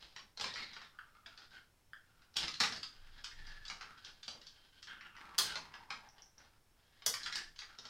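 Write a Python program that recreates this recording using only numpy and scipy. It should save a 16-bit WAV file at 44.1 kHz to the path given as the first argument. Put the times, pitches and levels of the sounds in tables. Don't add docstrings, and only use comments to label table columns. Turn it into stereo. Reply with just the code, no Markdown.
import sys
import numpy as np
from scipy import signal
from scipy.fft import rfft, irfft, next_fast_len
from scipy.io import wavfile
from scipy.ndimage import map_coordinates

SR = 44100
rng = np.random.default_rng(int(sys.argv[2]) if len(sys.argv) > 2 else 0)


def to_wav(sig):
    pcm = np.clip(np.atleast_2d(sig), -1, 1) * 32767
    pcm = np.round(pcm).astype(np.int16)
    wavfile.write(sys.argv[1], SR, pcm.T)


N = 347949


def amp(db):
    return 10 ** (np.asarray(db) / 20)


def unit(x):
    return x / np.sqrt(np.mean(x ** 2) + 1e-20)


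def along(points, hz):
    f, values = np.transpose(points)
    return np.interp(np.log(hz + 1), np.log(f + 1), values)


def wobble(rate):
    return map_coordinates(rng.standard_normal(int(N * rate / SR) + 4), [np.arange(N) * rate / SR])


def gate(start, length, attack, release):
    age = np.arange(N) / SR - start
    return np.clip(age / attack, 0, 1) * np.exp(-np.maximum(age - length, 0) / release)


def filtered(x, response):
    size = next_fast_len(N + SR // 2)
    return irfft(rfft(x, size) * response(np.fft.rfftfreq(size, 1 / SR)), size)[..., :N]


def resonance(f, hz, width):
    return 1j * f * width / (hz * hz - f * f + 1j * f * width)


def causal(gain):
    cepstrum = irfft(np.log(gain + 1e-6))
    half = len(cepstrum) // 2
    return irfft(np.exp(rfft(np.r_[cepstrum[0], 2 * cepstrum[1:half], np.zeros(half)])))


def add(out, start, sound):
    place = out[:, round(start * SR):][:, :sound.shape[1]]
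    place += sound[:, :place.shape[1]]


# (start [s], length [s], entry pitch [Hz], exit pitch [Hz],
# hum level [dB], rasp level [dB], overtone level [dB], roughness [0-1])
MARBLE_RUNS = [(-0.02, 0.2, 1655, 1260, -90, -61.5, 7, 0.9), (0.421, 0.078, 1597, 1893, -68, -64, 5, 0.4),
               (0.56, 0.29, 2247, 1804, -60, -61.5, 2, 0.79), (0.92, 0.46, 1305, 1232, -73, -87, -25, 0.19),
               (1.292, 0.16, 1370, 1450, -82.5, -74.5, -15, 0.2),
               (1.51, 0.091, 1535, 1473, -74.5, -74.5, -23, 0.1),
               (1.964, 0.32, 1400, 1450, -84.5, -89, -12, 0.18),
               (2.355, 0.077, 1450, 1500, -74.5, -49.5, -5, 0.4),
               (2.66, 0.11, 1815, 1689, -57.5, -62, -26, 0.78),
               (2.872, 0.4, 1420, 1751, -82, -79, -3, 0.86),
               (3.306, 0.42, 1830, 1660, -65.5, -66, -35, 0.33),
               (3.718, 0.22, 1300, 1325, -68, -80, -29, 0.25),
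               (3.97, 0.21, 1554, 1530, -76.5, -68.5, -21, 0.22),
               (4.329, 0.1, 559, 480.9, -67.5, -71, -4, 0.67),
               (4.44, 0.36, 1594, 1539, -84, -75.5, 4.5, 0.1),
               (4.873, 0.3, 1600, 1329, -62.5, -91, -2.5, 0.68),
               (5.177, 0.2, 1230, 1100, -62.5, -76.5, -16, 0.9),
               (5.431, 0.1, 1572, 1489, -55.5, -52.5, -4, 0.4),
               (5.559, 0.68, 1050, 777.3, -60.5, -73, -9, 0.42),
               (6.373, 0.15, 765, 700, -75, -76.5, -2, 0.7), (6.76, 0.3, 1590, 1806, -89.5, -87, -1, 0.7),
               (7.192, 0.22, 1650, 1780, -61, -64, -9, 0.51),
               (7.685, 0.22, 1410, 1333, -69, -73, -31, 0.25)]
def runs(attack_s=0.0083, release_s=0.039, db_per_octave=32, onset_db=-1, settle_s=0.17):
    t = np.arange(N) / SR
    hum, rasp, pitch_hz, overtone_db, roughness = np.zeros((5, N))
    for start, length, in_hz, out_hz, hum_db, rasp_db, over_db, rough in MARBLE_RUNS:
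        age, begun = np.maximum(t - start, 0), t >= start
        octaves = np.log2(out_hz / in_hz) * np.minimum(age / length, 1)
        level = gate(start, length, attack_s, release_s)
        level *= amp(db_per_octave * octaves + onset_db * np.exp(-age / settle_s))
        hum += amp(hum_db) * level
        rasp += amp(rasp_db) * level
        pitch_hz[begun] = in_hz * 2 ** octaves[begun]
        overtone_db[begun], roughness[begun] = over_db, rough
    return hum, rasp, pitch_hz, overtone_db, roughness


def bumps(rate, spread_db):
    strikes = rng.random(N) < rate / SR
    return unit(strikes * rng.standard_normal(N) * amp(spread_db * np.minimum(rng.exponential(size=N), 4)))


# (frequency [Hz], bandwidth [Hz], level [dB])
TRACK_MODES = [(97, 7.9, 5.5), (168, 18, -4.5), (439, 200, 4), (810, 168, 6), (1510, 32, -20),
               (1685, 42, -5), (2190, 190, -11), (4030, 460, 1), (4740, 1060, 2.5), (4880, 67, -16),
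               (6940, 50, -9)]
def track_colour(f):
    return np.sqrt(1 + sum(abs(amp(db) * resonance(f, hz, width)) ** 2 for hz, width, db in TRACK_MODES))


# (frequency [Hz], level [dB])
RASP_SPECTRUM = [(60, -8), (450, -6), (900, -5.5), (2000, -2), (3200, 1.5), (4400, -2), (5150, -11.5),
                 (6000, -10.5), (8000, -20), (15000, -45.5)]
def rail_rasp():
    grit = bumps(rate=6400, spread_db=2.5) + amp(-11) * bumps(rate=41, spread_db=-3)
    rail = lambda f: np.hypot(1, amp(9) * abs(resonance(f, hz=5060, width=300)))
    return unit(filtered(grit, lambda f: amp(along(RASP_SPECTRUM, f)) * track_colour(f) * rail(f)))


# (frequency [Hz], level [dB])
PLATE_SPECTRUM = [(60, -22), (240, -6.5), (450, -15.5), (1000, -12), (2200, -3.5), (5000, -20),
                  (15000, -36.5)]
def plate_drumming():
    force = bumps(rate=2500, spread_db=7)
    return unit(filtered(force, lambda f: amp(along(PLATE_SPECTRUM, f)) * track_colour(f)))


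def singing(pitch_hz, width_hz):
    ringing = filtered(rng.standard_normal((2, N)), lambda f: 1 / (1 + 1j * f / width_hz) ** 2)
    phase = 2 * np.pi * np.cumsum(pitch_hz) / SR
    return unit(ringing[0] * np.cos(phase) + ringing[1] * np.sin(phase))


def contact_note(pitch_hz, roughness, spread):
    narrow, broad = singing(pitch_hz, spread * 130), singing(pitch_hz, spread * 520)
    return np.sqrt(1 - roughness) * narrow + np.sqrt(roughness) * broad


def rolling():
    hum_gain, rasp_gain, pitch_hz, overtone_db, roughness = runs()
    note = contact_note(pitch_hz, roughness, spread=0.76)
    note += amp(overtone_db) * contact_note(2 * pitch_hz, roughness, spread=0.85)
    hum = amp(7.5) * hum_gain * (amp(1) * note + amp(-4) * plate_drumming())
    rasp = amp(9) * rasp_gain * rail_rasp()
    pressure = amp(3.13 * wobble(rate=25) + 2 * wobble(rate=110))
    return in_room(pressure * (hum + rasp), wet_db=-4.5)[:, :N]


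# (frequency [Hz], reverberation time T60 [s])
REVERB_TIMES = [(200, 0.61), (600, 0.3), (1500, 0.29), (4500, 0.29), (9000, 0.33), (15000, 0.21)]
def room_tail(apart=0.59, rise_s=0.0015, size=SR // 2):
    hz, t, noise = signal.stft(rng.standard_normal((2, size)), SR, nperseg=256)
    own, common = noise * amp(-60 * t / along(REVERB_TIMES, hz)[:, None])
    angle = np.arctan(apart * np.sqrt(hz / 4000))[:, None]
    left = np.cos(angle) * common + np.sin(angle) * own
    tail = signal.istft(np.array([left, common]), SR, nperseg=256)[1][:, :size]
    tail *= 1 - np.exp(-np.arange(size) / SR / rise_s)
    return tail / np.linalg.norm(tail, axis=1, keepdims=True)


def in_room(x, wet_db, echo_db=-11, echoes=5):
    response = amp(wet_db) * room_tail()
    response[:, 0] += 1
    delays = rng.uniform(0.002, 0.02, echoes)
    response[:, (delays * SR).astype(int)] += amp(echo_db) * np.exp(-delays / 0.016)
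    return signal.fftconvolve(x[None], response, axes=1)


# (frequency [Hz], level [dB])
AIR_SPECTRUM = [(20, 15), (45, 4), (100, 5), (170, -3), (350, -5.5), (600, -5.5), (1100, -7.5),
                (2500, -11.5), (6000, -15), (10000, -17), (16000, -20)]
# (frequency [Hz], correlation [0-1])
AIR_CORRELATION = [(130, 0.88), (400, 0), (1500, 0)]
def still_room():
    noise = rng.standard_normal((3, N))
    angle = lambda f: np.arccos(along(AIR_CORRELATION, f)) / 2
    response = lambda f: amp(along(AIR_SPECTRUM, f)) * [np.cos(angle(f)), np.sin(angle(f))]
    mid, side = filtered(noise[:2], response)
    whine = unit(filtered(noise[2], lambda f: resonance(f, hz=5400, width=70)))
    return amp(-68.5) * unit(np.array([mid + side, mid - side])) + amp([[-86], [-95]]) * whine


# (frequency [Hz], level [dB])
IMPACT_SPECTRUM = [(30, -21), (85, -6), (170, 0.5), (250, 2.5), (335, -6), (420, 8.5), (620, 8.5), (800, 4),
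                   (1900, 6), (2800, 6.5), (4500, 4.5), (6500, 4.5), (11000, 0), (16000, -1)]
def clacks(rows, bass_db, edge_db, graze_db, ring_t60=0.014, plate_t60=0.1, rise_s=0.0006, size=4096):
    out, t, f = np.zeros((2, N)), np.arange(size) / SR, np.fft.rfftfreq(size, 1 / SR)
    body = amp(along(IMPACT_SPECTRUM, f)) * track_colour(f)
    for start, db, hz, tile_db in rows:
        ring = rng.standard_normal(size) * amp(-60 * t / ring_t60)
        plate = signal.lfilter(*signal.butter(1, 600, fs=SR), rng.standard_normal(size))
        plate *= amp(-4 - 60 * t / plate_t60)
        blow = (ring + plate) * (1 - np.exp(-t / rise_s))
        blow[0] += 2.5
        top_db = edge_db + 0.41 * (db + 39.5)
        balance = [(600, bass_db), (1200, tile_db), (2200, tile_db), (3400, 0), (5500, 0),
                   (9000, top_db), (15000, 1.84 * top_db)]
        piece = np.hypot(1, amp(2) * abs(resonance(f, hz, width=1100)))
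        hit = signal.fftconvolve(blow, causal(body * amp(along(balance, f)) * piece))
        sound = amp(db - 1.72) * in_room(hit, wet_db=2.5)
        add(out, start, sound)
        add(out, start - 0.006 * rng.uniform(0.39, 1), amp(graze_db) * sound)
    return out


# (time [s], level [dB], main resonance [Hz], tile body level [dB])
TILE_KNOCKS = [(0.1629, -34, 3570, 2), (0.191, -42.5, 4160, 6), (0.374, -32.5, 3620, -5.5),
               (0.398, -28, 4190, 0.5), (0.4109, -22, 3200, -7.5), (0.4424, -25, 4370, 5),
               (0.4668, -36, 4340, -7), (0.5387, -31.5, 4190, -11), (0.7653, -39.5, 3140, 7),
               (0.8164, -41, 3110, 8), (1.263, -39, 3340, 1), (1.3764, -39.5, 3940, -4),
               (1.5075, -51, 3500, -5), (2.6024, -14.5, 5100, -6), (2.6069, -16, 4330, 3),
               (2.7232, -27, 4720, -3), (3.7, -29, 5040, 5), (3.8104, -35.5, 3070, 7.5),
               (3.827, -39.5, 2613, 3), (4.2803, -27.5, 4060, -5.5), (5.166, -44, 2846, 12),
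               (5.5563, -25, 4376, 1), (5.7398, -40, 3540, 9), (5.9048, -29.5, 4160, 9),
               (5.911, -42.5, 3350, -4.5), (6.1822, -47.5, 3144, 1), (7.0211, -43, 3603, 3.5),
               (7.6194, -38, 4640, 5), (7.7869, -35, 5340, -7), (7.8534, -33.5, 5020, -3.5)]
# (time [s], level [dB], main resonance [Hz], tile body level [dB])
JOINT_CLICKS = [(0.5583, -32.5, 4280, 8), (0.7337, -38, 4140, 0), (2.2199, -54.5, 2690, 4),
                (2.3414, -45, 5670, -5), (2.368, -16.5, 3314, -8), (2.4807, -26, 4660, 0),
                (2.5416, -31, 4090, -2), (2.6369, -20.5, 5300, 7), (2.7628, -30, 4830, -10),
                (2.831, -28, 4640, -4.5), (3.2433, -27, 4680, -2.5), (3.469, -41, 4910, -32),
                (3.6527, -35.5, 4700, -3), (3.6812, -32, 4980, -8), (4.048, -34, 3900, -8),
                (4.231, -34, 4470, -5), (4.4154, -41.5, 4546, -4.5), (4.4683, -37, 5330, -12),
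                (4.8282, -33.5, 3080, -8.5), (4.8717, -40, 3286, 4), (5.0099, -46.5, 3040, 13),
                (7.14, -23.5, 4836, -0.5), (7.2326, -27.5, 4050, -37), (7.2612, -26.5, 3512, 4),
                (7.3259, -26, 4806, 2), (7.3563, -21.5, 4700, -8), (7.5614, -43.5, 4840, 0),
                (7.5901, -29.5, 4940, -7)]
# (time [s], level [dB], main resonance [Hz], tile body level [dB])
MARBLE_SMACKS = [(5.3819, -17.5, 4980, -8.5), (5.3863, -13.5, 4270, -3.5), (7.0627, -14.5, 5510, -9.5)]
def impacts():
    return (clacks(TILE_KNOCKS, bass_db=-9.5, edge_db=-23, graze_db=-21.5)
            + clacks(JOINT_CLICKS, bass_db=-33, edge_db=-21, graze_db=-14)
            + clacks(MARBLE_SMACKS, bass_db=-16.5, edge_db=-11.5, graze_db=-27))


# (time [s], level [dB], pitch [Hz], overtone level [dB])
WALL_CHIRPS = [(0.988, -35.5, 1560, -12.5), (0.992, -37.5, 1400, -12.5), (1.26, -42, 1680, -0.5),
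               (1.568, -44, 1550, -5.5), (1.933, -34, 1620, -12), (6.089, -43, 5613, -30),
               (6.221, -37.5, 5670, -33), (6.381, -41.5, 5650, -36)]
def wall_chirps(tick_db=-28, size=1024):
    out, t = np.zeros((2, N)), np.arange(size) / SR
    for start, db, hz, overtone_db in WALL_CHIRPS:
        phase = 2 * np.pi * hz * t
        swell_s = 0.0013 * (1600 / hz) ** 0.61
        envelope = (t / swell_s) ** 2 * np.exp(2 - 2 * t / swell_s)
        tone = np.sin(phase) + amp(overtone_db) * (np.sin(2 * phase) + 0.35 * np.sin(3 * phase))
        burst = (tone + amp(tick_db) * rng.standard_normal(size)) * envelope
        add(out, start, amp(db) * in_room(burst, wet_db=0.5))
    return out


# (start [s], length [s], level [dB])
TABLE_SHUDDERS = [(2.93, 0.23, -56), (3.317, 0.19, -50.5), (7.4, 0.12, -62.5)]
def table_tremor(hz=20.4, rumble_db=-13):
    sway = np.sin(2 * np.pi * hz * np.arange(N) / SR + 0.5 * wobble(rate=6.7))
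    response = lambda f: resonance(f, hz=51, width=84) / (1 + 1j * f / 130) ** 2
    rumble = unit(filtered(rng.standard_normal(N), response))
    level = sum(amp(db) * gate(start, length, attack=0.088, release=0.16)
                for start, length, db in TABLE_SHUDDERS)
    return level * (unit(sway) + amp(rumble_db) * rumble)


# (frequency [Hz], level [dB])
PORT_SHADOW = [(60, 0), (170, -2), (350, -4.5), (700, -8), (1400, -14), (2800, -19.5), (5600, -25),
               (11000, -33.5), (16000, -32)]
# (frequency [Hz], phase lag [rad])
PORT_PHASE = [(30, 0.21), (120, 0.57), (250, 0.47), (500, 1.29), (1200, 0.73), (5000, 0.14)]
def far_port(x, lag_samples=26):
    phase_lag = lambda f: 2 * np.pi * f * lag_samples / SR + along(PORT_PHASE, f)
    return filtered(x, lambda f: amp(along(PORT_SHADOW, f)) * np.exp(-1j * phase_lag(f)))


def scene():
    left, right = impacts() + wall_chirps() + rolling()
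    return np.array([far_port(left), right]) + table_tremor() + still_room()


def record(dry):
    cutoff_hz = 15800
    return filtered(dry, lambda f: 1 / np.sqrt(1 + (f / cutoff_hz) ** 160))


dry = scene()
out = record(dry)
to_wav(out)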